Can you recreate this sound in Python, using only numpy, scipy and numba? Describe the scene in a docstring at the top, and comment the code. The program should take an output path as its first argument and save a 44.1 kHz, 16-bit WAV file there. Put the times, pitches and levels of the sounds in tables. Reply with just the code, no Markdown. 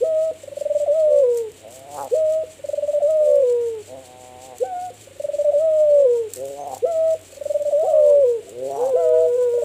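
"""A fan hums and swishes as a caged dove close to a microphone bows and coos in a small room: a held note,
a trill that slows into a falling coo, then a low growl as it draws air. A second dove joins near the end.
The voices are gliding, nearly pure tones, and the growls are pulses through two throat resonances.
Claws tick as short noise bursts, feathers rustle as tiny noise grains, and the fan is a hum with coloured noise."""
import sys
import numpy as np
from scipy import signal
from scipy.io import wavfile
from scipy.ndimage import uniform_filter1d
from numba import njit

SR = 44100
rng = np.random.default_rng(int(sys.argv[2]) if len(sys.argv) > 2 else 0)


def generate_wav(sig):
    """Save sig (samples, or channels by samples) to the path in sys.argv[1] as 16-bit PCM at SR."""
    pcm = np.round(np.clip(np.atleast_2d(sig).T, -1, 1) * 32767).astype(np.int16)
    wavfile.write(sys.argv[1], SR, pcm)


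N = 425124
T = np.arange(N) / SR

# Fan: steady air noise (f/Hz, relative level per Hz/dB)
AIR = [(36, -14), (60, -3), (80, -4.5), (160, -1), (240, -12), (300, 3.5), (600, -3.5), (1000, -15),
       (1700, -13), (2500, -9), (3500, -11.5), (5000, -34.5), (9000, -22.5), (16000, -30.5)]
# Fan: hiss of the blade rub (f/Hz, relative level per Hz/dB)
SWISH = [(1500, -18.5), (3000, 1.5), (4300, -1.5), (5300, -4.5), (7000, -0.5), (10000, -3), (15500, -6.5)]
# Fan: a blade rubs once per turn (share of turn, relative level/dB)
TURN = [(0, -16), (.05, -7), (.3, -2.5), (.45, 0), (.56, 0.5), (.75, -6), (1, -17)]
# Fan: guard resonances (f/Hz, width/Hz, relative level/dB)
GUARD = [(2550, 150, 4), (3210, 120, 5), (4350, 150, 8), (5900, 100, 0), (6900, 200, -3), (8400, 150, -3)]
AIR_DB, SWISH_DB, SWISH_RATE_HZ, SWISH_LOW_S = -50, -56, 5.222, .14
HUM_HZ, HUM_DB = 96, -57  # the middle of a wavering pitch and level

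# Held notes (start t/s, end t/s, entry f/Hz, overshoot f/Hz, settled f/Hz, late f/Hz, level/dB,
# late level/dB, second harmonic level/dB, opening swell t/s, swell level/dB, closing ring level/dB)
HELD = [(.037, .308, 633, 651, 628, 645, -17.5, -21, -55, .004, -11.5, -26),
        (2.145, 2.43, 603, 635, 625, 640, -16, -21.5, -58, 2.109, -11.5, -25),
        (4.635, 4.897, 731, 777, 718, 731, -25, -30, -55, 4.598, -13.5, -31.5),
        (6.853, 7.143, 630, 681, 643, 646, -18.5, -18, -54, 6.82, -11, -27.5),
        (8.959, 9.265, 635, 685, 630, 648, -16.8, -18.5, -54, 8.931, -13.5, -28)]
# The pitch lingers faintly after a held note shuts (t after the end/s, relative level/dB)
RING_OUT = [(.008, -16), (.09, -30)]
POUCH_HZ, POUCH_T60_S = 504.3, 0.083  # T60: time to fade by 60 dB
SWELL_FROM_HZ, SWELL_TO_HZ = 403, 528
OVERSHOOT_S, SETTLE_S = .033, .105  # counted from the start of a held note
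CREEP_S, LATE_S, SAG_HZ = .13, .045, 10  # the two times count back from its end
ENTRY_DB = -1.5  # a held note enters a little under its level
# a higher pitch lies further from the pouch resonance: softer, and less pure
DB_PER_HZ, SECOND_DB_PER_HZ = -.09, .1

# Trill notes (start t/s, length/s, level/dB)
TRILL = [(.436, .011, -32), (.478, .011, -30), (.517, .021, -31), (.57, .013, -24), (.612, .013, -20.5),
         (.653, .023, -18), (.698, .032, -17), (.749, .032, -16.5), (.8, .049, -17.5), (2.592, .019, -40.5),
         (2.641, .015, -22.5), (2.689, .013, -21), (2.732, .016, -18.5), (2.775, .024, -18),
         (2.823, .033, -18.5), (2.878, .036, -17), (2.932, .061, -16), (5.073, .009, -39.5),
         (5.107, .021, -44), (5.154, .021, -45), (5.2, .012, -22.5), (5.24, .02, -18.5), (5.287, .018, -19),
         (5.333, .028, -18), (5.385, .043, -18), (5.445, .066, -16), (7.326, .016, -39.5),
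         (7.369, .018, -33.5), (7.412, .015, -25), (7.456, .015, -20), (7.498, .024, -17.5),
         (7.543, .033, -17), (7.597, .037, -18.5), (7.651, .05, -18), (9.415, .035, -37.5),
         (9.473, .032, -41), (9.535, .022, -27), (9.576, .015, -22), (9.621, .017, -17.5)]
# Trill pitch rises with effort (level/dB, f/Hz)
TRILL_PITCH = [(-40, 538), (-25, 566), (-20, 572), (-17, 587)]
# Faint high notes as a growl begins (start t/s, length/s, level/dB, f/Hz)
MURMURS = [(8.42, .025, -46, 646), (8.47, .028, -43, 658)]
RISE_SHARE, LONGEST_RISE_S = .52, .012
FLICK_LEAD_S, FLICK_S, FLICK_DB, FLICK_HZ = .012, .014, -25, 668  # a high flick just before each coo

# Falling coos (start t/s, crest t/s, crest f/Hz, crest level/dB, full voice t/s, full f/Hz, full level/dB,
# register change t/s, its level/dB, lower tone enters t/s, is strongest t/s, level there/dB, end t/s)
COOS = [(.875, .962, 648, -19, 1.045, 615, -14.2, 1.228, -12.5, 1.07, 1.118, -20.5, 1.505),
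        (3.017, 3.1, 638, -17, 3.24, 603, -14.5, 3.425, -13, 3.2, 3.284, -20, 3.83),
        (5.532, 5.622, 648, -18, 5.93, 586, -12.5, 6.047, -11, 5.89, 6, -24, 6.293),
        (7.722, 7.83, 662, -17.5, 8.03, 597, -11.5, 8.232, -11.5, 8.1, 8.18, -40, 8.41)]
# Dip that opens a coo (t after its start/s, f/Hz, level/dB, second harmonic level/dB)
ONSET = [(0, 597, -15, -58), (.012, 594, -16, -66), (.028, 570, -14.5, -66), (.05, 590, -17, -63)]
# Register change (t around it/s, f/Hz, relative level/dB, second harmonic level/dB)
CHANGE = [(-.025, 565, -2.5, -61), (0, 545, 0, -58), (.016, 499, -1.5, -49)]
# Slide after the change (share of the rest, f/Hz, relative level/dB, second harmonic level/dB)
FALL = [(.16, 488, -4, -49), (.5, 472, -8, -52), (.72, 455, -12, -55), (.89, 428, -18, -54),
        (.96, 407, -24, -64), (1, 400, -36, -77)]
# One coo cracks upwards (t/s, f/Hz, level/dB, second harmonic level/dB)
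VOICE_BREAK = [(7.842, 755, -22, -64), (7.862, 760, -27, -68), (7.89, 715, -27, -66),
               (7.929, 697, -24, -64)]
CREST_SECOND_DB, FULL_SECOND_DB, UNDER_SECOND_DB = -53, -60, -69  # second harmonics
UNDER_HZ, UNDER_ENTRY_DB, UNDER_SAG_DB, UNDER_BUILD_S = 516, -36, -5, .03  # the lower tone
SUM_TONE_DB, SIDE_TONE_DB = -23.5, 8  # gains on the mixing products of the two registers

# Claws on perch and wicker (t/s, relative level/dB)
TICKS = [(1.3748, -27.5), (1.5182, -39), (1.708, -37), (1.7235, -41), (1.793, -35), (2.009, -34.5),
         (2.0447, -30), (3.108, -35), (3.3558, -35.5), (4.583, -28.5), (4.9422, -42), (6.3041, -39),
         (6.3361, -19), (6.3599, -27), (6.3899, -41), (6.402, -38), (6.454, -31), (6.779, -32),
         (7.6226, -35), (7.7957, -39), (8.063, -37), (8.4936, -34), (9.0897, -39)]
# Feathers rustle as the bird shifts (loudest t/s, spread/s, relative level/dB)
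RUSTLE = [(1.37, .035, -50), (1.74, .04, -49.5), (1.99, .07, -48), (3.3, .12, -59), (6.36, .045, -50),
          (6.5, .07, -52), (6.73, .045, -47), (7.5, .5, -59), (8.8, .12, -53.5), (9.5, .3, -60)]
TICK_T60_S, RUSTLE_FLOOR_DB = .02, -68

# Growls on the indrawn air (t/s, pulse rate f/Hz, relative level/dB, roughness 0-1,
# lower resonance f/Hz, upper resonance f/Hz, upper resonance relative level/dB)
GROWLS = [
    [(1.6, 111, -60, .39, 526, 650, -2), (1.656, 108, -40, .33, 524, 650, 1),
     (1.762, 132, -48, .22, 500, 670, 4), (1.87, 139, -45, .35, 497, 695, 3),
     (1.942, 145, -40, .37, 510, 760, 5), (1.99, 135, -35, .4, 512, 870, 4),
     (2.045, 133, -34, .5, 520, 800, 3), (2.09, 126, -40, .4, 510, 616, -5)],
    [(3.87, 121, -49, .37, 517, 636, 0), (3.91, 127, -35, .33, 515, 645, -8),
     (3.95, 135, -35, .3, 513, 660, -8), (4.058, 125, -50, .2, 497, 705, 2),
     (4.132, 126, -47.5, .07, 484, 736, 4), (4.384, 125.5, -47, .05, 486, 743, 5),
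     (4.466, 132, -47.5, .06, 487, 745, 5), (4.532, 124, -41, .13, 492, 744, -4),
     (4.58, 121, -54, .18, 500, 740, 0)],
    [(6.355, 123, -44, .28, 400, 500, 2), (6.39, 127, -34, .2, 410, 530, 6),
     (6.42, 136, -35.5, .15, 420, 557, 10), (6.54, 140, -38, .32, 436, 563, 8),
     (6.59, 140, -36, .27, 487, 700, 8), (6.667, 142, -38, .4, 490, 715, 9),
     (6.74, 127, -38, .55, 470, 780, 9), (6.8, 128, -54, .7, 473, 760, -2)],
    [(8.42, 97, -46, .47, 403, 474, -6), (8.5, 98, -43, .42, 398, 510, -6),
     (8.543, 118, -39, .36, 403, 522, 2), (8.6, 128, -31, .22, 418, 527, 4),
     (8.66, 134, -30, .45, 412, 545, 6), (8.74, 137, -33, .45, 420, 706, 7),
     (8.795, 143, -33.5, .5, 550, 815, 7), (8.86, 131, -33, .6, 640, 790, 2),
     (8.92, 128, -40, .93, 636, 750, -2)],
]
# A wider throat lets more through (upper resonance f/Hz, highest open harmonic f/Hz, open band level/dB)
OPENING = [(480, 620, -19), (560, 800, -17), (650, 870, -10), (740, 970, -3), (800, 1010, -5),
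           (875, 1450, -3)]
# Thin whistles during the growls (start t/s, end t/s, first f/Hz, last f/Hz, relative level/dB)
WHISTLES = [(6.566, 6.67, 6240, 6350, -61), (8.69, 8.91, 5750, 5950, -57)]
LOW_WIDTH_HZ, HIGH_WIDTH_HZ = 125, 100
CHEST_DB, CHEST_SECOND_DB = -16.5, -13  # growl fundamental radiated by the chest, and its second harmonic

# Second dove, one list per call (t/s, f/Hz, level/dB)
MATE = [
    [(7.825, 390, -36), (7.836, 437, -25.5), (7.885, 650, -18.5), (7.931, 569, -19.5), (8.064, 502, -23.5),
     (8.103, 495, -20), (8.152, 457, -33), (8.199, 416, -30)],
    [(8.76, 390, -35), (8.79, 470, -24.5), (8.833, 502, -16.5), (8.885, 552, -22), (8.947, 490, -19.5),
     (8.975, 512, -18.5), (9.015, 496, -19), (9.141, 491, -17), (9.313, 486, -20.5), (9.36, 488, -17.5),
     (9.372, 525, -24), (9.385, 495, -15.5), (9.43, 497, -15), (9.5, 475, -21.5), (9.556, 484, -17.5),
     (9.639, 469, -25)],
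]
MATE_SECOND_DB, MATE_THIRD_DB = -29, -9  # second harmonic below the tone, third below the second
MATE_PURER_HZ, MATE_PURER_DB = (505, 545), -8  # purer over this pitch range and above

# Echoes from the near walls (delay t/s, level/dB)
ECHOES = [(.019, -19.5), (.031, -24), (.047, -26.5), (.068, -26)]
ROOM_T60_S, ROOM_DB = .42, -21.5
PORT_HZ, PORT_WIDTH_HZ, PORT_DB = 7646, 1620, 10.5
TOP_HZ = 15450


def gain(db):
    """Turn decibels into a gain."""
    return 10 ** (np.asarray(db) / 20)


def level(x, db):
    """Scale a sound to an rms level."""
    return x * gain(db) / np.sqrt(np.mean(x ** 2))


def walk(rate):
    """Random levels held for 1 / rate s and smoothed twice; spread near 1."""
    hold = int(SR / rate)
    steps = np.repeat(rng.standard_normal(N // hold + 1), hold)
    return 1.3 * uniform_filter1d(uniform_filter1d(steps, hold), hold)[:N]


def add(out, start_s, x):
    """Mix x into out from a given time."""
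    i = int(start_s * SR)
    out[i:i + len(x)] += x[:N - i]


def read(table, fade_s):
    """Read a curve table's columns sample by sample, with a fade for both ends."""
    s, *columns = np.transpose(table)
    t = np.arange(s[0], s[-1], 1 / SR)
    fade = np.clip(np.minimum(t - s[0], s[-1] - t) / fade_s, 0, 1)
    return [np.interp(t, s, c) for c in columns], fade


@njit
def bandpass(x, hz, width):
    """State-variable band-pass with a moving centre, gain 1 at the centre."""
    y, band, low = np.empty(len(x)), 0., 0.
    for i in range(len(x)):
        g, k = np.tan(np.pi * hz[i] / SR), width[i] / hz[i]
        v = (band + g * (x[i] - low)) / (1 + g * (g + k))
        band, low, y[i] = 2 * v - band, low + 2 * g * v, k * v
    return y


def fixed_bandpass(x, hz, width_hz):
    """The same band-pass with a centre that stays put."""
    return bandpass(x, np.full(len(x), 1. * hz), np.full(len(x), 1. 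* width_hz))


def tone_phase(hz):
    """Phase of an oscillator that follows a pitch curve."""
    return 2 * np.pi * (np.cumsum(hz) / SR + rng.random())


def coloured(spectrum, flicker_db):
    """Noise in bands a third of an octave apart, each flickering alone."""
    hz, db = np.transpose(spectrum)
    out = 0
    for centre in hz[0] * 2 ** np.arange(0, np.log2(hz[-1] / hz[0]), 1 / 3):
        band = fixed_bandpass(rng.standard_normal(N), centre, centre / 4)
        band = fixed_bandpass(band, centre, centre / 2)
        band_db = np.interp(np.log(centre), np.log(hz), db) + flicker_db * walk(30)
        out = out + gain(band_db) * band
    return level(out, 0)


def fan():
    """Wavering motor hum, steady air, and a grainy rub once per turn that also rings the guard."""
    hum = np.sqrt(2) * gain(HUM_DB + 2 * walk(12)) * np.sin(tone_phase(HUM_HZ + 6 * walk(14)))
    turn = (SWISH_RATE_HZ * (T - SWISH_LOW_S) + 0.021 * walk(3.5)) % 1
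    rub_db = SWISH_DB + np.interp(turn, *np.transpose(TURN))
    rub = gain(rub_db + 0.5 * walk(12) + 2 * walk(45) + 2.3 * walk(300))
    knock = rub * rng.standard_normal(N) * gain(4.3 * walk(80))
    guard = sum(gain(db) * fixed_bandpass(knock, hz, width_hz) for hz, width_hz, db in GUARD)
    air = gain(AIR_DB) * coloured(AIR, flicker_db=.6)
    return hum + air + rub * coloured(SWISH, flicker_db=1.0) + guard


def pouch():
    """A rising tone swells towards the pouch resonance; when the voice jumps above it or stops, it rings out."""
    out, t = np.zeros(N), np.arange(int(.15 * SR)) / SR
    ring = np.exp(-np.log(1000) * t / POUCH_T60_S)
    drop = gain(-7) + (1 - gain(-7)) * np.exp(-(t / .004) ** 2)  # quick drop as the swell ends
    for start, end, *_, opens, swell_db, stop_db in HELD:
        rise = np.arange(0, 1, 1 / SR / (start - .003 - opens))
        hz = np.r_[SWELL_FROM_HZ + (SWELL_TO_HZ - SWELL_FROM_HZ) * rise, POUCH_HZ + 0 * t]
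        shape = np.r_[rise ** 1.2, ring * drop]
        add(out, opens, np.sqrt(2) * gain(swell_db) * shape * np.sin(tone_phase(hz)))
        closing = (1 - np.exp(-t / 0.0011)) * ring * np.sin(tone_phase(POUCH_HZ + 0 * t))
        add(out, end + .005, np.sqrt(2) * gain(stop_db) * closing)
    return out


def held_notes():
    """Each note's curve overshoots, settles, moves to its late pitch and sags as it shuts."""
    tables = []
    for start, end, entry, over, hz, late, db, late_db, second_db, *_ in HELD:
        early = [(start + s, f, db + ENTRY_DB + DB_PER_HZ * max(f - hz, 0),
                  second_db + SECOND_DB_PER_HZ * (f - hz))
                 for s, f in ((0, entry), (OVERSHOOT_S, over), (SETTLE_S, hz))]
        closing = [(end - CREEP_S, hz, db, second_db), (end - LATE_S, late, late_db, second_db),
                   (end, late - SAG_HZ, late_db - 1.5, second_db - 6)]
        lingering = [(end + s, late - SAG_HZ, late_db + rel, second_db + rel) for s, rel in RING_OUT]
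        tables.append(early + closing + lingering)
    return tables


def coos(tables, third_db=-20):
    """Closed beak and swollen throat leave almost a pure, trembling tone; returns tone and harmonics."""
    pure, overtones, tremble = np.zeros(N, complex), np.zeros(N), walk(60)
    for table in tables:
        (hz, db, second_db), fade = read(table, .006)
        start = table[0][0]
        shake = tremble[int(start * SR):][:len(hz)]
        phase = tone_phase(hz * (1 + 0.0035 * shake))
        # complex, so that two tones can be multiplied into clean mixing products
        add(pure, start, np.sqrt(2) * fade * gain(db + 0.28 * shake) * np.exp(1j * phase))
        harmonics = np.sin(2 * phase) + gain(third_db) * np.sin(3 * phase)
        add(overtones, start, np.sqrt(2) * fade * gain(second_db + 2.5 * shake[::-1]) * harmonics)
    return pure, overtones


def trill():
    """Trill notes, flicks and murmurs swell and die in a rounded shape; longer ones enter sharper, then settle."""
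    out, tremble = np.zeros(N), walk(64)
    notes = [(s, length, db, np.interp(db, *np.transpose(TRILL_PITCH))) for s, length, db in TRILL]
    flicks = [(coo[0] - FLICK_LEAD_S, FLICK_S, FLICK_DB, FLICK_HZ) for coo in COOS]
    for start, length, db, hz in notes + MURMURS + flicks:
        rise = min(RISE_SHARE * length, LONGEST_RISE_S)
        t = np.arange(0, length + .005, 1 / SR)
        edge = np.clip(np.minimum(t / max(rise, .002), (t[-1] - t) / min(.55 * length, .016)), 0, 1)
        phase = tone_phase(hz * (1 + 2.5 * length * np.exp(-t / .007)))
        shake = tremble[int(start * SR):][:len(t)]
        rounded = np.sin(edge * np.pi / 2)[:len(shake)] ** 1.44
        note = (np.sin(phase) + gain(-46.5) * np.sin(2 * phase))[:len(shake)]
        add(out, start - .003, np.sqrt(2) * gain(db + 1.2 * shake) * rounded * note)
    return out


def falling_coos():
    """The voice dips, crests and slides as a lower tone grows beneath; it drops to about there and sinks away."""
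    voice, under_tone = [], []
    for (start, crest, crest_hz, crest_db, full, full_hz, full_db, change, db,
         under, strongest, under_db, end) in COOS:
        onset = [(start + s, *rest) for s, *rest in ONSET]
        body = [(crest, crest_hz, crest_db, CREST_SECOND_DB), (full, full_hz, full_db, FULL_SECOND_DB)]
        drop = [(change + s, hz, db + rel, second) for s, hz, rel, second in CHANGE]
        fall = [(change + u * (end - change), hz, db + rel, second) for u, hz, rel, second in FALL]
        voice.append(onset + body + drop + fall)
        steps = [(under, UNDER_ENTRY_DB), (strongest - UNDER_BUILD_S, UNDER_ENTRY_DB + 4),
                 (strongest, under_db), (change, under_db + UNDER_SAG_DB)]
        under_tone.append([(s, UNDER_HZ, step_db, UNDER_SECOND_DB) for s, step_db in steps])
    return voice, under_tone


def cracked(tables):
    """The break silences the coo voice that it falls in and sounds in its place."""
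    first, last = VOICE_BREAK[0][0], VOICE_BREAK[-1][0]
    out = [VOICE_BREAK]
    for table in tables:
        if table[0][0] < first < table[-1][0]:
            s, *columns = np.transpose(table)
            stop, resume = ((t, *(np.interp(t, s, c) for c in columns)) for t in (first, last))
            out.append([row for row in table if row[0] < first] + [stop])
            out.append([resume] + [row for row in table if row[0] > last])
        else:
            out.append(table)
    return out


def cage():
    """Claw ticks are short bright noise bursts; feather rustle is dense tiny grains."""
    ticks, t = np.zeros(N), np.arange(int(.06 * SR)) / SR
    for start, db in TICKS:
        add(ticks, start, gain(db) * rng.standard_normal(len(t)) * np.exp(-np.log(1000) * t / TICK_T60_S))
    grains = level(rng.standard_normal(N) * gain(4.4 * walk(400)), 0)
    moves = sum(gain(db) * np.exp(-((T - s) / spread) ** 2) for s, spread, db in RUSTLE)
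    rustle = grains * (gain(RUSTLE_FLOOR_DB) + moves)
    bright = signal.sosfilt(signal.butter(2, 4000, "high", fs=SR, output="sos"), ticks)
    return gain(-5.5) * bright + signal.sosfilt(signal.butter(1, 1500, "high", fs=SR, output="sos"), rustle)


def growls():
    """Slow syrinx (voice organ) pulses excite two throat resonances and an open band; roughness adds air."""
    out = np.zeros(N)
    opening, *passes = np.transpose(OPENING)
    for table in GROWLS:
        (hz, db, rough, low_hz, high_hz, high_db), fade = read(table, 0.012)
        n = len(hz)
        top_hz, open_db = (np.interp(high_hz, opening, c) for c in passes)
        phase = tone_phase(hz * (1 + 0.067 * rough * walk(140)[:n]))
        pulses = sum(np.cos(k * phase) / (1 + (k * hz / top_hz) ** 8) for k in range(1, 13))
        pulses = pulses * gain(5.4 * rough * walk(129.2)[:n])  # uneven strength
        air = bandpass(rng.standard_normal(n), 0.75 * top_hz, top_hz)
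        pulses = pulses + 2.8 * rough * air * (1 + .6 * np.cos(phase))
        low, high = (bandpass(bandpass(pulses, f, w + 0 * f), f, 2 * w + 0 * f)
                     for f, w in ((low_hz, LOW_WIDTH_HZ), (high_hz, HIGH_WIDTH_HZ)))
        band = pulses
        for _ in range(3):
            band = bandpass(band, 0.76 * top_hz, top_hz)
        throat = low - gain(high_db) * high - gain(open_db) * band
        chest = gain(CHEST_DB) * np.cos(phase) + gain(CHEST_SECOND_DB) * np.cos(2 * phase)
        add(out, table[0][0], fade * gain(db) * (throat + chest))
    return out


def whistles():
    """Thin, unsteady tones that glide during the growls."""
    out = np.zeros(N)
    for start, end, first_hz, last_hz, db in WHISTLES:
        u = np.arange(0, 1, 1 / SR / (end - start))
        hz = first_hz + (last_hz - first_hz) * u + 25 * walk(80)[:len(u)]
        swell = gain(db - 2 + 5 * walk(90)[:len(u)]) * np.sin(np.pi * u) ** 0.34
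        add(out, start, swell * np.sin(tone_phase(hz)))
    return out


def second_dove():
    """Curves of the second dove's calls, whose second harmonic weakens at higher pitch."""
    return [[(s, hz, db, db + MATE_SECOND_DB + np.interp(hz, MATE_PURER_HZ, (0, MATE_PURER_DB)))
             for s, hz, db in call] for call in MATE]


def doves():
    """Voice and lower tone share one membrane, so they also give a sum tone and a side tone on overlap."""
    held, held_high = coos(held_notes(), third_db=-11)
    voice, under_tone = falling_coos()
    upper, upper_high = coos(cracked(voice), third_db=-16)
    lower, lower_high = coos(under_tone)
    calls = second_dove()
    first_call, first_high = coos(calls[:1])
    later_call, later_high = coos(calls[1:], third_db=MATE_THIRD_DB)
    mixed = gain(SUM_TONE_DB) * upper * lower + gain(SIDE_TONE_DB) * upper ** 2 * lower.conj()
    tones = (held + upper + lower + first_call + later_call + mixed).imag
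    return tones + held_high + upper_high + lower_high + first_high + later_high


def room(x):
    """Echoes from the near walls, with a decaying noise tail."""
    t = np.arange(int(.5 * SR)) / SR
    tail = rng.standard_normal(len(t)) * np.exp(-np.log(1000) * t / ROOM_T60_S) * (t > .02)
    tail = tail / np.sqrt(np.sum(tail ** 2)) * gain(ROOM_DB)
    for delay_s, db in ECHOES:
        add(tail, delay_s, gain([db]))
    return signal.fftconvolve(x, tail)[:N]


def scene():
    """Doves and cage in the room, over the fan."""
    near = pouch() + doves() + trill() + cage() + growls() + whistles()
    return (fan() + near + room(near))[None]


def record(dry):
    """The microphone port resonates in the treble; the top is cut."""
    port = fixed_bandpass(dry[0], PORT_HZ, PORT_WIDTH_HZ)
    top_cut = signal.ellip(10, .2, 70, TOP_HZ, fs=SR, output="sos")
    return signal.sosfilt(top_cut, dry + gain(PORT_DB) * port)


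dry = scene()
out = record(dry)
generate_wav(out)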